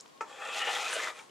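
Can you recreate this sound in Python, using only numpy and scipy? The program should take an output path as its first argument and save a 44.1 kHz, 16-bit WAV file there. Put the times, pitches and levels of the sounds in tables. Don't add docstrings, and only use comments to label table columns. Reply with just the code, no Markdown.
import sys
import numpy as np
from scipy import signal
from scipy.fft import rfft, irfft, next_fast_len
from scipy.io import wavfile
from scipy.ndimage import uniform_filter1d

SR = 44100
rng = np.random.default_rng(int(sys.argv[2]) if len(sys.argv) > 2 else 0)


def invert_db(level):
    return 10 ** (np.asarray(level, dtype=float) / 20)


def master(y):
    cut = np.clip(np.atleast_2d(y).T, -1, 1)
    pcm = np.round(cut * 32767)
    wavfile.write(sys.argv[1], SR, pcm.astype(np.int16))


N = 57330

# t/s, level/dB
KNOCKS = [
    (.2078, -29),
    (0.2219, -39.5),
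    (0.2305, -48),
    (0.2422, -45.5),
    (0.2515, -55),
]
EAR_TILT = invert_db(1.07 * np.array([[1], [-1]]))


def evened(x):
    return x / np.sqrt(np.mean(x ** 2) + 1e-20)


def read(points, hz):
    f, value = np.transpose(points)
    return np.interp(np.log(hz + 1), np.log(f + 1), value)


def colour(x, points):
    log_gain = np.log(invert_db(read(points, np.fft.rfftfreq(2048, 1 / SR))))
    full = np.r_[log_gain, log_gain[-2:0:-1]]
    taps = np.fft.ifft(np.exp(np.conj(signal.hilbert(full)))).real
    taps = taps.reshape((1,) * (x.ndim - 1) + (-1,))
    return signal.oaconvolve(x, taps, axes=-1)[..., :N]


def resonate(x, hz, width):
    turn = np.exp(2j * np.pi * np.cumsum(hz * np.ones(len(x))) / SR)
    r = np.exp(-np.pi * width / SR)
    return 2 * (turn * signal.lfilter([1 - r], [1, -r], x / turn)).real


def hiss_band(hz, width):
    noise = rng.standard_normal(N)
    return evened(resonate(resonate(noise, hz, width), hz, width))


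def drift(seconds):
    size = max(int(seconds * SR), 2)
    smooth = uniform_filter1d(rng.standard_normal(N), size)
    return evened(uniform_filter1d(smooth, size))


def snaps(per_s, spread_db):
    hit = rng.random(N) < per_s / SR
    size_db = spread_db * np.minimum(rng.exponential(1, N), 3.2)
    return evened(hit * rng.standard_normal(N) * invert_db(size_db))


def burst(s, length):
    t = np.arange(N) / SR - s
    return (t >= 0) * np.exp(-np.maximum(t, 0) / length)


def swell(s, length):
    t = np.arange(N) / SR
    return np.exp(-((t - s) / length * 2) ** 2)


def no_bass(x, cut_hz):
    return signal.sosfilt(signal.butter(2, cut_hz, "high", fs=SR, output="sos"), x)


def air():
    # f/Hz, level/dB
    hiss_curve = [(30, -25), (120, -14), (400, -7.5), (1100, -11), (1500, -17), (3500, -20.5),
                  (7500, -25.5), (15500, -40.5)]
    # f/Hz, likeness (-1 to 1)
    likeness = [(60, -0.41), (240, 0.052), (950, -0.46), (3770, 0.33), (15000, -0.037)]
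    hz = np.fft.rfftfreq(N, 1 / SR)
    a, b = rfft(rng.standard_normal((2, N)))
    same = np.clip(read(likeness, hz), -1, 1)
    pair = np.array([a, same * a + np.sqrt(1 - same ** 2) * b])
    hiss = evened(irfft(pair * invert_db(read(hiss_curve, hz)), N))
    whine = invert_db(-68) * hiss_band(1084, 18)
    return invert_db(-57.5) * hiss * EAR_TILT + whine


def room(x):
    # f/Hz, level/dB
    echo_curve = [(200, -13), (1000, -7.5), (3000, -13), (6000, -9), (9000, -5.5), (11500, -6),
                  (14000, -21)]
    t60_s, shared = 0.18, 0.8
    count, gap = SR // 120, 20
    taps = np.zeros((2, count * gap + 100))
    at = 30 + np.arange(count) * gap + rng.integers(0, gap, (2, count))
    np.put_along_axis(taps, at, rng.choice([-1., 1.], at.shape), 1)
    apart = np.sqrt(1 - shared ** 2) * taps[1] * np.array([[1], [-1]])
    taps = shared * taps[0] + apart
    taps *= invert_db(-60 * np.arange(taps.shape[1]) / SR / t60_s)
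    taps /= np.linalg.norm(taps[0])
    return colour(signal.fftconvolve(x[None], taps, axes=1)[:, :N], echo_curve)


def ticks():
    # t/s, level/dB, f/Hz, width/Hz
    clicks = [(.0015, -48.5, 5300, 2500), (.0062, -52, 6560, 1800), (.0085, -53, 4630, 900),
              (0.009, -48.5, 7140, 1180), (.06, -55.5, 3320, 2500), (.058, -56, 705, 603),
              (0.078, -59, 5000, 4050), (0.096, -60, 3100, 1230), (0.177, -62, 3330, 1310),
              (1.295, -59.5, 2800, 900), (1.296, -62, 300, 300), (0.218, -52.5, 7050, 2500)]
    return sum(invert_db(db) * burst(s, .0022) * hiss_band(hz, width) for s, db, hz, width in clicks)


def thread():
    click = -invert_db(-19) * (np.arange(N) == round(1.0443 * SR))
    return resonate(click, 4100, 3600) + resonate(click, 2300, 2100)


def squeaks():
    times = [.32, .5, .58, .64, .815, .912, .937, .945, 1.18]
    # length/s, f/Hz, width/Hz, level/dB
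    hisses = [(0.093, 7300, 900, -67), (0.23, 7450, 2000, -62), (0.012, 6600, 1400, -59),
              (0.024, 5330, 200, -62), (0.013, 6100, 1160, -49), (0.025, 8900, 1500, -51),
              (0.011, 9240, 1400, -43.5), (0.039, 8000, 4300, -47.5), (0.16, 7800, 4500, -67)]
    return sum(invert_db(db) * swell(s, length) * hiss_band(hz, width)
               for s, (length, hz, width, db) in zip(times, hisses))


def knock():
    # f/Hz, level/dB
    slap_curve = [(150, -12), (400, 11), (700, 5), (1500, 2.5), (2300, 1), (4000, -16), (7000, -8),
                  (10000, -34)]
    # f/Hz, level/dB, time to fall by 60 dB/s
    modes = [(439.4, -8.5, 0.075), (782, -14, 0.058), (616, -34, .07), (906.6, -2, 0.082),
             (1003, -9, 0.052), (1192, -2, 0.038), (1319, -0.5, 0.088), (1754, -5, 0.035),
             (1770, -3, 0.028), (2070, -8, 0.023), (2500, -7.5, 0.029), (3080, -10.5, 0.02)]
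    slap_db, slap_s, rise_s = -4, 0.0083, 0.0011
    rise_turns = 0.86
    dull_db = 5.5
    t, out = np.arange(N) / SR, np.zeros(N)
    slap = evened(colour(rng.standard_normal(N), slap_curve))
    for bounce, (s, level_db) in enumerate(KNOCKS):
        u = np.maximum(t - s, 0)
        rise = 1 - np.exp(-u / rise_s)
        out += invert_db(level_db + slap_db - bounce * dull_db / 2) * rise * burst(s, slap_s) * slap
        for (hz, db, t60), turn in zip(modes, rng.random(len(modes))):
            lost_db = bounce * dull_db * max(np.log2(hz / 1000), 0)
            fade = invert_db(level_db + db - lost_db - 60 * u / t60)
            mode_rise = (1 - np.exp(-u * hz / rise_turns)) ** 2
            out += fade * mode_rise * np.sin(2 * np.pi * (hz * u + turn))
    return out


def ruler_and_mat(drive):
    # f/Hz, width/Hz, level/dB with blade near, midway, far
    modes = [(514.5, 68, 7, -7, -5), (631, 32, 2.5, -11, -8), (811.4, 48, 2, 2, -11.5),
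             (1180.5, 42, 4, 3, -0.5), (1359, 82, -21, 0, -3), (1800, 66, -3, 5, -1),
             (1933, 105, -11, -3, -0.5), (2500, 197, 2, 8.5, 1.5), (2743, 400, -11, 9, -2.5),
             (3282, 204, -1, 7, -7), (3526, 390, -12, 2, -3)]
    glides = [-0.088, -0.014, 0.011, 0.073, -0.038, 0.017, 0.061, -0.035, 0.08, 0.019, 0.0059]
    # f/Hz, level/dB
    ring_curve = [(100, -10), (300, 6.5), (4000, 0), (7000, -1.5), (12000, -55), (16000, -68)]
    # f/Hz, level/dB
    mat_curve = [(100, -54), (200, -12), (500, 2), (900, 18), (1600, 11.5), (2900, -5.5), (4200, -19),
                 (7000, -25.5)]
    # t/s, length/s, f/Hz, level/dB
    bellies = [(0.45, 0.061, 1300, -5), (0.45, 0.021, 1130, -3), (0.454, 0.013, 3222, 1.5),
               (0.53, 0.055, 2550, 0.5), (0.58, 0.066, 695, -6.5), (0.63, 0.049, 2850, 2.5),
               (0.69, 0.038, 830, -1), (0.679, 0.03, 630, -0.5), (0.684, 0.062, 2850, -0.5),
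               (0.681, 0.24, 1795, 2), (0.772, 0.042, 1920, -9.5), (0.76, 0.027, 3320, 1),
               (0.93, 0.02, 1160, -14), (0.839, 0.098, 2486, 2.5), (0.858, 0.024, 1260, -6),
               (0.915, 0.058, 2600, -4), (0.862, 0.016, 2360, -3), (0.66, 0.043, 1173, -3),
               (0.957, 0.059, 2846, -1.5), (0.788, 0.13, 816, -6.5), (0.949, 0.13, 1470, -3),
               (0.967, 0.046, 650, 4), (1.001, 0.033, 1740, 2), (1.038, 0.039, 2003, 4.5),
               (1.2, 0.028, 2350, 2.5), (1.081, 0.043, 1230, 0), (1.083, 0.03, 1020, -5),
               (1.09, 0.03, 1870, -5), (1.168, 0.042, 2450, 1), (1.193, 0.0085, 2760, -3),
               (1.204, 0.055, 1284, -3), (1.235, 0.078, 870, 2.5), (0.26, 0.068, 2400, -2.5)]
    where = np.interp(np.arange(N) / SR, [0.13, 0.95], [0, 2])
    bend = 1 + 0.017 * drift(0.045)
    ring = np.zeros(N)
    for k, (hz, width, *dbs) in enumerate(modes):
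        gain = invert_db(np.interp(where, range(3), dbs) + 0.8 * drift(0.043))
        pitch = hz * (bend + glides[k] * (where - 1) / 2)
        ring += (-1) ** k * gain * resonate(drive, pitch, width) / np.sqrt(width)
    body = evened(colour(ring, ring_curve)) + invert_db(-5) * evened(colour(drive, mat_curve))
    body *= np.std(drive) / np.std(body)
    width = 210
    for at, length, hz, db in bellies:
        tone = resonate(resonate(drive, hz, width), hz, width) * np.sqrt(SR / width / np.pi)
        body += invert_db(db) * swell(at, length) * tone
    return body


def cutter():
    # t/s, cutting effort level/dB, fibre fizz above effort/dB
    roll = [(.25, -61.5, -6), (.3, -51, -7.5), (0.394, -48.5, -10.5), (.41, -44, -9), (.494, -42.5, -14),
            (.51, -44.5, -6), (0.556, -39, -4), (.58, -37, -1), (0.621, -38.5, -8), (.636, -40.5, -5.5),
            (.678, -36.5, -6), (0.718, -37.5, -2.5), (.954, -37.5, -4.5), (1.02, -38, -4),
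            (1.101, -40, -6.5), (1.124, -51.5, -8.5), (1.201, -54, -1), (1.271, -70, -5)]
    # t/s, peak level/dB, treble above peak/dB
    catches = [(0.375, -52, -7), (0.3876, -49, -12), (0.403, -39, -12), (0.4326, -32, -21),
               (0.451, -25, -1), (0.474, -30, 5), (0.486, -19, -9), (0.546, -22, -1), (0.582, -28, -5),
               (0.600, -25, -12), (0.614, -19, -16), (0.619, -25.5, 0), (0.669, -20, -8),
               (0.696, -25.5, -16), (0.731, -19, -14), (0.7522, -24, 6), (0.763, -19.5, -22),
               (0.7847, -17.5, -10), (0.8127, -30, -5), (0.826, -28, -10), (0.846, -37, -13),
               (0.861, -21.5, -2.5), (0.929, -17, 0.5), (1.03, -23.5, 0), (1.034, -22, 3), (1.047, -28, -5),
               (1.072, -21.5, -22), (1.088, -29, -12), (1.095, -29, -11), (1.158, -39, -15),
               (1.181, -31.5, -12), (1.1895, -36, 4.5)]
    # f/Hz, level/dB
    fizz_curve = [(3500, -0.5), (4600, -7), (7000, -7.5), (8300, -12), (9500, -15), (11000, -21.5),
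                  (13500, -27), (15000, -61)]
    catch_db, catch_s = -14.5, .005
    t = np.arange(N) / SR
    s, effort_db, fizz_db = np.transpose(roll)
    effort = invert_db(np.interp(t, s, effort_db)) * (t > KNOCKS[0][0])
    grit, crack = rng.standard_normal((2, N))
    low = sum(invert_db(db + catch_db) * burst(at, catch_s) for at, db, _ in catches)
    high = sum(invert_db(db + rel_db + catch_db) * burst(at, catch_s / 2) for at, db, rel_db in catches)
    drive = effort * snaps(4800, 2.5) + low * grit
    tear = effort * invert_db(np.interp(t, s, fizz_db)) * snaps(8000, 2.2) + high * crack
    fizz = evened(colour(tear, [(500, -99), (1800, -7.0)] + list(fizz_curve)))
    return ruler_and_mat(drive) + np.std(tear) * fizz


def scene():
    # f/Hz, level/dB
    small_sounds_curve = [(100, 8), (10500, 5), (13000, -21), (16000, -25)]
    # f/Hz, level/dB
    lean = [(100, 2), (300, 3.2), (1000, 2), (4000, 1.6), (8500, -1.6), (15000, 0)]
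    # f/Hz, phase/rad
    lead = [(100, 0.066), (5500, -0.035), (7500, -0), (8500, 1), (9800, 0.85), (12000, 0.3)]
    table = cutter() + knock() + colour(squeaks() + ticks() + thread(), small_sounds_curve)
    table = no_bass(table, 230)
    size = next_fast_len(N + 4096)
    hz = np.fft.rfftfreq(size, 1 / SR)
    half = invert_db(read(lean, hz) / 2) * np.exp(.5j * read(lead, hz))
    direct = irfft(rfft(table, size) * np.array([half, 1 / half]), size)[:, :N]
    return direct + room(table) * EAR_TILT + air()


def top_cut(x):
    return signal.sosfilt(signal.butter(12, 15610, fs=SR, output="sos"), x)


def record(dry):
    mix = no_bass(dry, 104)
    return top_cut(mix)


dry = scene()
out = record(dry)
master(out)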